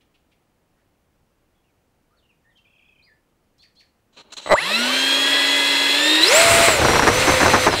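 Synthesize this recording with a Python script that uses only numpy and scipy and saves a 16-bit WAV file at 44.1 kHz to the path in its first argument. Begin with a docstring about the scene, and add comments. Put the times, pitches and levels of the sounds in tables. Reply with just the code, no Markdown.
"""A gravel road among trees, with the camera's microphone riding on a model jet's fuselage.
Birds sing in gliding whistles and noisy chucks, with one soft rustle; servos rasp in short bursts of gear teeth.
Knocks ringing in the airframe start the brushless motor. Motor and twelve-blade fan tones follow one shaft
speed as the jet spools up, idles and goes to full throttle, with noise for the air in the duct.
It rolls off at part throttle on rumble, ticks and jolts that push the gain down and round off the peaks."""
import sys
import numpy as np
from scipy import signal
from scipy.fft import rfft, irfft, next_fast_len
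from scipy.io import wavfile
from scipy.ndimage import uniform_filter1d, map_coordinates

SR = 44100
rng = np.random.default_rng(int(sys.argv[2]) if len(sys.argv) > 2 else 0)


def to_wav(s):
    """Save 16-bit WAV."""
    ch = np.atleast_2d(s).T  # columns
    pcm = np.round(np.clip(ch, -1, 1) * 32767)  # PCM
    wavfile.write(sys.argv[1], SR, pcm.astype(np.int16))


N = 343980


def amp(db):
    """Decibels to gain."""
    return 10 ** (np.asarray(db) / 20)


def unit(x):
    """Scale to rms 1."""
    return x / np.sqrt(np.mean(x ** 2) + 1e-20)


def curves(rows):
    """One value per sample for each column after the time."""
    s, *cols = np.transpose(rows)
    return [np.interp(np.arange(N) / SR, s, c) for c in cols]


def fade_in(start, length):
    """A straight ramp from 0 to 1, start and length in seconds."""
    return np.clip((np.arange(N) / SR - start) / length, 0, 1)


def wobble(rate):
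    """A smooth random curve with rate knots a second."""
    knots = rng.standard_normal(int(N * rate / SR) + 4)
    return map_coordinates(knots, [np.arange(N) * rate / SR])


def filtered(x, response):
    """x times a response of frequency."""
    size = next_fast_len(len(x) + 8192)
    return irfft(rfft(x, size) * response(np.fft.rfftfreq(size, 1 / SR)), size)[:len(x)]


def coloured(x, spectrum):
    """x shaped by (Hz, dB) points on a log axis."""
    f, db = np.transpose(spectrum)
    return filtered(x, lambda hz: amp(np.interp(np.log(hz + 1), np.log(f), db)))


def noise(spectrum):
    """Coloured noise of rms 1."""
    return unit(coloured(rng.standard_normal(N), spectrum))


def add(track, s, sound):
    """Mix a sound into a track at time s."""
    start = max(round(s * SR), 0)
    track[start:start + len(sound)] += sound[:max(N - start, 0)]


def boost(hz, resonances):
    """Lift in dB from a set of (Hz, width Hz, dB) resonances."""
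    return sum(db / (1 + (2 * (hz - c) / w) ** 2) for c, w, db in resonances)


def tone(cycles, flutter_db, rough):
    """A line of about rms 1, its strength (dB) and phase (radians) shaken at random."""
    strength = np.sqrt(2) * amp(flutter_db * wobble(22))
    return strength * np.sin(2 * np.pi * cycles + rough * wobble(160))


def octaves(speed):
    """Shaft speed in octaves above 500 turns a second, the part-throttle speed."""
    return np.log2(np.maximum(speed, 20) / 500)


def shaft():
    """Shaft speed in turns a second: the rotor lags behind each move of the throttle."""
    # Each row: start in seconds, speed aimed at in turns a second, lag in seconds,
    # ease (about 1 = stick snapped, 2 to 3 = pushed smoothly).
    throttle = [(4.525, 279.6, .133, .854), (5.94, 323.6, .166, 1.04), (6.199, 675.2, .123, 2.62),
                (6.635, 471.8, .151, 2.73), (7.062, 520.8, .098, 2), (7.313, 509.2, .069, 2),
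                (7.674, 213, .164, .96)]
    t, speed = np.arange(N) / SR, np.zeros(N)
    for s, aim, lag, ease in throttle:
        progress = 1 - np.exp(-(np.maximum(t - s, 0) / lag) ** ease)
        speed += (aim - speed) * progress
    return speed


def fan(turns, speed, load):
    """Unbalance hums once a turn; the blades whine twelve times a turn, hoarser at speed. Both flare at resonances."""
    # Motor mount resonances that the hum sweeps through. Each row: centre in Hz, width in Hz, boost in dB.
    mount = [(240, 49, 12), (309, 26, 10), (634, 210, 4)]
    # Intake resonances that the whine sweeps through. Each row: centre in Hz, width in Hz, boost in dB.
    intake = [(1850, 230, 4), (2630, 168, 13.5), (3283, 400, 13.5), (3690, 190, 8.5), (4010, 305, 25),
              (5130, 480, 13), (7560, 1300, 16)]
    blade_passes, blade_hz = 12 * turns, 12 * speed

    # the hum grows 14 dB per octave of speed; load lifts both tones, coasting lowers them
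    hum_db = -27.5 + 14 * octaves(speed) + boost(speed, mount) + 6 * load
    blade_db = -37 + boost(blade_hz, intake) + 8.5 * np.maximum(load, -0.45)
    turbulence = np.interp(speed, [330, 600], [0.15, 0.45])

    hum = amp(hum_db) * tone(turns, flutter_db=0.5, rough=0.034)
    whine = amp(blade_db) * tone(blade_passes, flutter_db=7.7 * turbulence, rough=turbulence)
    octave = amp(blade_db - 21) * tone(2 * blade_passes, flutter_db=2, rough=turbulence)
    octave *= fade_in(6.2, 0.18)
    return (hum + whine + octave) * fade_in(4.57, 0.056)


def motor(turns, speed, load):
    """Eighteen commutations a turn shake the airframe and beat against the chopped supply."""
    # Motor lines. Each row: multiple of the chopping rate, multiple of the shaft speed to add to it.
    mixes = [(0, 6), (0, 9), (0, 24), (1, 0), (1, 18), (1, -18), (2, -54), (0, 2), (0, 3)]
    # Relative level of each of those lines in dB.
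    mix_db = [-29, -33.5, -38, -49, -51.5, -39, -36.5, -50, -40]
    # Relative strength of the chopping, fading toward full throttle. Each row: turns a second, dB.
    chopping = [(5, 5), (110, -4.5), (278, -3), (305, 3), (360, -5), (470, -15), (520, -20), (675, -24)]
    chops = 8007 * np.arange(N) / SR  # chopping rate in Hz, times seconds
    steps = 18 * turns

    lines = np.zeros(N)
    for (carrier, order), db in zip(mixes, mix_db):
        if order < 0:
            # the lower beats ring fully once the drive has locked, and die as the throttle opens
            presence = fade_in(4.68, 0.27) * (1 - fade_in(5.92, 0.11))
        else:
            presence = fade_in(4.4, 0.29)
        lines += amp(db) * presence * tone(carrier * chops + order * turns, flutter_db=2.5, rough=0.27)
    lines *= amp(np.interp(speed, [150, 220, 262], [-1, 2.5, 0]))  # spooling up takes extra torque
    lines = filtered(lines, lambda hz: hz ** 4 / (hz ** 4 + 480 ** 4))  # the small motor radiates no bass

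    ripple = amp(-13) * tone(steps, flutter_db=-1.5, rough=0.13) * fade_in(4.525, 0.024)
    beat = amp(-24.5) * tone(chops - 2 * steps, flutter_db=1.5, rough=0.16) * fade_in(4.6, 0.11)
    shaking = filtered(ripple + beat, airframe)
    # hard acceleration makes the ripple heard directly
    zip_up = amp(-15.5) * ripple * (1 - fade_in(4.66, 0.16))

    squeal = amp(-36.5) * tone(chops - steps / 2, flutter_db=5, rough=1.3)
    squeal *= fade_in(4.46, 0.083) * (1 - fade_in(4.55, 0.06))
    # a brief line whose pitch rises with the spool-up
    upper_beat = amp(-39) * tone(chops + steps, flutter_db=5, rough=0.9)
    upper_beat *= fade_in(4.55, 0.022) * (1 - fade_in(4.514, 0.17))

    current_db = np.interp(speed, *np.transpose(chopping)) + 3.8 * load
    return amp(current_db) * (lines + shaking + zip_up + squeal + upper_beat)


def airframe(hz):
    """Ringing response of the fuselage: a sum of resonant modes of alternating sign."""
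    # Each row: centre in Hz, width in Hz, level in dB.
    modes = [(307, 28, -10), (598, 79, 1), (933, 102, -4), (1156, 75, -1), (2007, 103, 1), (3020, 92, -18),
             (3980, 90, -6)]
    response = 0
    for k, (c, w, db) in enumerate(modes):
        response = response + (-1) ** k * amp(db) * 1j * hz * w / (c * c - hz * hz + 1j * hz * w)
    return response


def airflow(speed, load):
    """Air rushes through the duct, louder with speed; faster flow damps its resonances and turns to a roar."""
    # Spectra of smooth and turbulent air, and of the hiss. Each row: frequency in Hz, relative level in dB.
    slow_spectrum = [(40, -37), (130, -15.5), (230, -14.5), (350, 1.5), (520, -4), (720, -6.5), (1300, -2),
                     (2000, 1.5), (2350, -2), (3700, 2), (4600, -4), (5300, -4.5), (6000, -12.5),
                     (9000, -38)]
    fast_spectrum = [(40, -33), (130, -24), (300, -3), (600, -2), (1000, -1), (1400, 3.5), (1700, -1.5),
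                     (2100, 5.5), (2700, -1), (3200, -3), (4000, -2.5), (5400, -8.5), (6300, -10.5),
                     (9000, -40)]
    hiss_spectrum = [(2500, -45), (5200, -6), (6300, -7), (7200, 3.5), (8100, 1.5), (9200, -0.5),
                     (10500, -6), (11800, -10.5), (13200, -10.5), (14800, -12), (15700, -18)]
    fast = np.clip((speed - 310) / 190, 0, 1)  # 0 = smooth flow, 1 = turbulent
    rise = octaves(speed)

    slow_air = unit(filtered(noise(slow_spectrum), lambda hz: duct(hz, depth=0.98)))
    fast_air = unit(filtered(noise(fast_spectrum), lambda hz: duct(hz, depth=0.34)))
    # each level: dB at part-throttle speed, plus dB per octave of speed
    slow_rush = (1 - fast) * amp(-11.5 + 10.5 * rise) * slow_air
    fast_rush = np.sqrt(fast) * amp(-19.5 + 11.5 * rise) * fast_air
    hiss_db = (1 - fast) * (-23.5 + 11.5 * rise) + fast * (-30 + 18.5 * rise)

    rush = amp(0.52 * wobble(35)) * (slow_rush + fast_rush)
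    hiss = amp(hiss_db + 0.82 * wobble(45)) * noise(hiss_spectrum)
    # more air while the fan is driven, less while it coasts
    return amp(3.5 * load) * (rush + hiss) * fade_in(4.49, 0.044)


def duct(hz, depth):
    """Gain of the duct's resonances, their boosts scaled by depth."""
    # Each row: centre in Hz, width in Hz, boost in dB at depth 1.
    resonances = [(582, 88, 11.5), (966, 130, 7.5), (1850, 270, 3.5), (2660, 285, 9), (3340, 210, 4.5),
                  (4108, 247, 12)]
    return amp(depth * boost(hz, resonances))


def starting_kicks(count=10):
    """The rotor twitches, then stutters harder up to a limit; each jerk knocks the airframe."""
    # First twitches. Each row: start in seconds, peak of the airframe's ring in dB.
    twitches = [(4.461, -18), (4.474, -15.5)]
    blows, t = np.zeros(N), np.arange(SR // 20) / SR
    # kicks about 5.2 ms apart, swelling 620 dB a second from -15 dB to at most 0.5 dB
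    delays = 0.0052 * (np.arange(count) + 0.15 * rng.standard_normal(count))
    stutter = [(4.492 + d, min(-15 + 620 * d, 0.5)) for d in delays]
    for s, db in twitches + stutter:
        crack = rng.standard_normal(len(t)) * amp(-60 * t / 0.019)
        ring = filtered(np.exp(-t / 0.00024) * (1 + 0.8 * crack), airframe)
        # the hardest kicks rock the whole jet
        push = amp(db / 2 - 18.5) * np.sin(2 * np.pi * 105 * t) * np.exp(-t / 0.006)
        add(blows, s, amp(db) * (ring / np.abs(ring).max() + 0.05 * crack + push))
    return filtered(blows, lambda hz: 1 / (1 + (hz / 11000) ** 4))


def wheels():
    """Gravel rumbles and ticks under the wheels; each jolt is a short shower of knocks and a low thump."""
    # Rumble of the rolling wheels, growing with ground speed and lighter once the wings take the load. Each
    # row: time in seconds, rumble level in dB.
    rumble_level = [(6.26, -51), (6.54, -22.5), (6.73, -31), (6.79, -20), (7.07, -23), (7.15, -25.5),
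                    (7.8, -28.5)]
    # Wheel jolts. Each row: start in seconds, relative force in dB, decay scale in seconds.
    jolts = [(6.682, 0.5, 0.013), (6.846, -4.5, 0.011), (6.883, -6.5, 0.019), (6.932, -6, 0.01),
             (6.955, -6.5, .01), (6.994, 7, 0.0084), (7.019, -2, 0.031), (7.07, 5, .026),
             (7.271, -3, 0.044), (7.334, -4.5, 0.0095), (7.399, -4.5, 0.023), (7.422, -4, 0.033),
             (7.458, 3, 0.013), (7.478, -4, 0.0091), (7.534, 3, 0.032), (7.665, 4, 0.027),
             (7.728, -3.5, 0.02)]
    # Spectra of the rumble and of the stones. Each row: frequency in Hz, relative level in dB.
    rumble_spectrum = [(20, -9), (45, -4.5), (80, 2.5), (115, 2), (190, -8), (300, -3), (600, -1.5),
                       (1500, -11), (4000, -45)]
    clatter_spectrum = [(40, -29), (120, -6.5), (300, 2.5), (600, 0), (1000, 1.5), (1700, -0.5),
                        (2400, -8.5), (3300, -21), (6000, -13), (15000, -54)]
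    rolling = amp(curves(rumble_level)[0] + 1.51 * wobble(50)) * fade_in(6.2, 0.11)

    force = np.zeros(N)
    for s, db, length in jolts:
        u = np.arange(SR // 8) / SR / max(length, 0.004)
        add(force, s, amp(db) * (1 - np.exp(-u * 12)) * np.exp(-u * u * 1.42))
    # the landing gear's low answer to a jolt lingers with a 22 ms time constant
    keep = np.exp(-1 / (0.022 * SR))
    thump = amp(-11.5) * signal.lfilter([1 - keep], [1, -keep], force)

    pebbles = rolling * amp(-8 + 5.6 * wobble(60))
    stones = rng.standard_normal(N) * (rng.random(N) < 2200 / SR)  # about 2200 ticks a second
    clatter = (amp(-7.5) * force + pebbles) * unit(coloured(stones, clatter_spectrum))
    return np.hypot(rolling, thump) * noise(rumble_spectrum) + clatter


def servos():
    """Each move is a burst of gear rasp whose tooth rate rises and falls."""
    # Each row: start in seconds, length in seconds, level in dB before the echo,
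    # nominal tooth rate in Hz (the move runs at 0.73 to 0.93 of it), brightness tilt in dB per octave.
    moves = [(4.123, 0.046, -65, 710, -2), (4.159, 0.069, -47.5, 568, -3.5), (4.228, 0.1, -60.5, 513, -8.5),
             (4.302, .025, -58, 700, -4.5), (4.319, .027, -42, 803, 0.5), (4.365, 0.028, -37, 796, 0.5),
             (4.385, 0.025, -44, 697, -1.5), (4.405, .06, -45.5, 680, 0), (4.454, 0.044, -38.5, 682, -5.5)]
    # Spectrum of the gears. Each row: frequency in Hz, relative level in dB.
    gear_spectrum = [(120, -30), (200, -11), (503, -8.5), (624, -6), (761, -14), (849, -5.5), (2090, -12.5),
                     (2900, -5), (3670, -8), (4010, 3.5), (4810, -17.5), (6900, -10), (10100, -28),
                     (13000, -37), (15000, -43)]
    out = np.zeros(N)
    for s, length, db, tooth_hz, tilt_db in moves:
        u = np.linspace(0, 1, max(int(length * SR), 64))
        pace = 0.73 + 0.2 * np.sin(np.pi * u) + 0.0065 * wobble(450)[:len(u)]
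        teeth = np.cumsum(tooth_hz * pace) / SR
        mesh = sum(np.sin(2 * np.pi * (k * teeth + rng.random())) for k in range(5, 13))
        rasp = 0.56 * unit(mesh) + 1.4 * rng.standard_normal(N)[:len(u)]
        shaped = np.pad(rasp * signal.windows.tukey(len(u), 0.5), (0, 1024))  # room for the ring
        burst = coloured(shaped, gear_spectrum)
        tilted = filtered(burst, lambda hz: amp(tilt_db * np.log2(hz / 3000 + 0.16)))
        add(out, s, amp(db) * unit(tilted))
    return out + amp(-13) * echo(out, t60=0.13)


def birds(count=12):
    """Whistles, a swelling, slowing trill, harsh chirps, faint calls and a rustle, scattered by the trees."""
    # Song notes. Each row: start in seconds, length in seconds, start, middle and end pitch in Hz,
    # level in dB before the trees scatter it.
    notes = [(1.54, 0.073, 3350, 3400, 3300, -79), (1.63, .085, 2850, 2700, 1950, -76),
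             (2.101, .055, 1180, 1290, 1500, -68), (2.164, .047, 4650, 3900, 3000, -69),
             (2.22, .055, 3030, 2940, 2650, -68), (2.287, 0.035, 2750, 2740, 2200, -62.5),
             (2.438, 0.083, 1870, 1830, 2100, -64), (2.495, .045, 4200, 3450, 3050, -75),
             (2.55, 0.054, 3100, 3060, 2480, -58.5), (3.019, .042, 3400, 4650, 4800, -58.5),
             (3.056, .085, 2590, 1820, 1790, -58.5)]
    # Two rising whistles and two quick falls of one chirp. Each row: delay in seconds, length in seconds,
    # start, middle and end pitch in Hz, level in dB relative to the chirp.
    chirp_parts = [(0, 0.039, 3270, 3460, 3820, -9.5), (0, 0.063, 3970, 4400, 4650, -0.5),
                   (0.034, .027, 5000, 2700, 1500, -3), (0.048, .036, 3690, 2290, 1500, -8.5)]
    # Chirps. Each row: time in seconds, level in dB before the trees scatter it.
    chirps = [(3.586, -55.5), (3.758, -55.5)]
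    # Harsh, faint calls far off, and one longer, lower rustle at 0.75 s. Each row: start in seconds,
    # length in seconds, level in dB before the trees scatter it, centre in Hz.
    far_rasps = [(.003, 0.03, -63.5, 2900), (0.136, 0.034, -64, 2800), (0.31, 0.03, -64.5, 2700),
                 (.75, 0.1, -73, 1600), (2.568, 0.021, -64, 3500)]
    song = np.zeros(N)
    for s, length, start_hz, middle_hz, end_hz, db in notes:
        add(song, s, amp(db) * whistle(length, start_hz, middle_hz, end_hz))

    for k in range(count):
        # trill: first gap about 25.5 ms, each later gap 1.04 ms longer
        s = 2.644 + 0.0255 * k + 0.00104 * k * k / 2
        pitch = 1 + 0.039 * rng.standard_normal(3)
        loudness = amp(min(-61.5 + k, -56.5) + rng.normal(0, 1.8))
        add(song, s + 0.006, loudness * whistle(0.015, *(pitch * [2800, 2560, 2540])))
        add(song, s - 0.004, loudness * amp(-7) * whistle(0.015, *(pitch * [3300, 3300, 3100])))

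    for s, db in chirps:
        for delay, length, start_hz, middle_hz, end_hz, part_db in chirp_parts:
            add(song, s + delay, amp(db + part_db) * whistle(length, start_hz, middle_hz, end_hz))
        add(song, s - 0.008, amp(db - 9) * rasp_note(0.019, centre_hz=4860))  # a chirp opens with a tick
        add(song, s + 0.027, amp(db - 4) * rasp_note(0.04, centre_hz=4200))  # and rasps where it breaks

    for s, length, db, centre_hz in far_rasps:
        add(song, s, amp(db) * rasp_note(length, centre_hz))
    near_trunk = np.roll(song, round(0.013 * SR))  # one reflection, 13 ms late
    return amp(-1.5) * song + amp(-12) * near_trunk + amp(-5.5) * echo(song, t60=0.32)


def whistle(length, start_hz, middle_hz, end_hz):
    """One gliding bird note with a quaver and a weak octave."""
    u = np.linspace(0, 1, max(int(length * SR), 64))
    hz = np.polyval(np.polyfit([0, 0.5, 1], [start_hz, middle_hz, end_hz], 2), u)
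    phase = 2 * np.pi * np.cumsum(hz * (1 + 0.025 * wobble(405)[:len(u)])) / SR
    wave = np.sin(phase) + 0.052 * np.sin(2 * phase)
    return np.sqrt(2) * signal.windows.tukey(len(u), 0.5) * wave


def rasp_note(length, centre_hz):
    """One harsh call or rustle: a burst of noise around one frequency."""
    hiss = rng.standard_normal(N)[:max(int(length * SR), 64)]
    harsh = unit(filtered(hiss, lambda hz: 1 / (1 + (np.log2((hz + 1) / centre_hz) / 0.41) ** 2)))
    return harsh * signal.windows.tukey(len(hiss), 0.7)


def echo(x, t60):
    """Diffuse answer of the ground and the trees: a noise tail falling 60 dB in t60 seconds."""
    t = np.arange(SR // 2) / SR
    tail = rng.standard_normal(len(t)) * amp(-60 * t / t60) * (1 - np.exp(-t / 0.0068))
    return signal.fftconvolve(x, tail / np.linalg.norm(tail))[:N]


def breeze():
    """Faint, steady outdoor air: low-weighted noise at -66 dB rms."""
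    # Each row: frequency in Hz, relative level in dB.
    outdoor_spectrum = [(12, -35), (20, -1), (137, -4.5), (213, -6), (362, -8), (427, -12), (465, -9),
                        (505, -10), (1630, -20), (1920, -21), (3080, -24), (3350, -27), (15500, -33.5)]
    return amp(-66) * noise(outdoor_spectrum)


def scene():
    """Everything reaches one microphone on the fuselage, the same in both channels."""
    speed = shaft()
    # 1 = driven hard, -1 = coasting down; 1300 turns a second per second loads the motor heavily
    load = np.tanh(np.gradient(speed) * SR / 1300)
    turns = np.cumsum(speed * (1 + 0.00067 * wobble(18))) / SR
    powered = fan(turns, speed, load) + motor(turns, speed, load) + airflow(speed, load)
    jet = powered + starting_kicks() + wheels() + servos()
    return np.tile(jet + birds() + breeze(), (2, 1))


def record(dry):
    """The camera ducks at loud moments, recovers steadily, rounds off peaks and cuts above its band limit."""
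    limit_db, recovery_db_per_s, top_hz = -7, 33, 15720  # threshold in dB rms
    level_db = 10 * np.log10(np.abs(uniform_filter1d(dry[0] ** 2, size=350)) + 1e-12)
    recovered = recovery_db_per_s * np.arange(N) / SR
    excess = np.maximum(level_db - limit_db, 0)
    # the reduction jumps up with the excess and falls back at the recovery rate
    reduction_db = np.maximum.accumulate(excess + recovered) - recovered
    ducked = dry * amp(-reduction_db)
    clipped = ducked / (1 + np.abs(ducked / 0.68) ** 6) ** (1 / 6)
    return np.array([filtered(channel, lambda hz: hz < top_hz) for channel in clipped])


dry = scene()
out = record(dry)
to_wav(out)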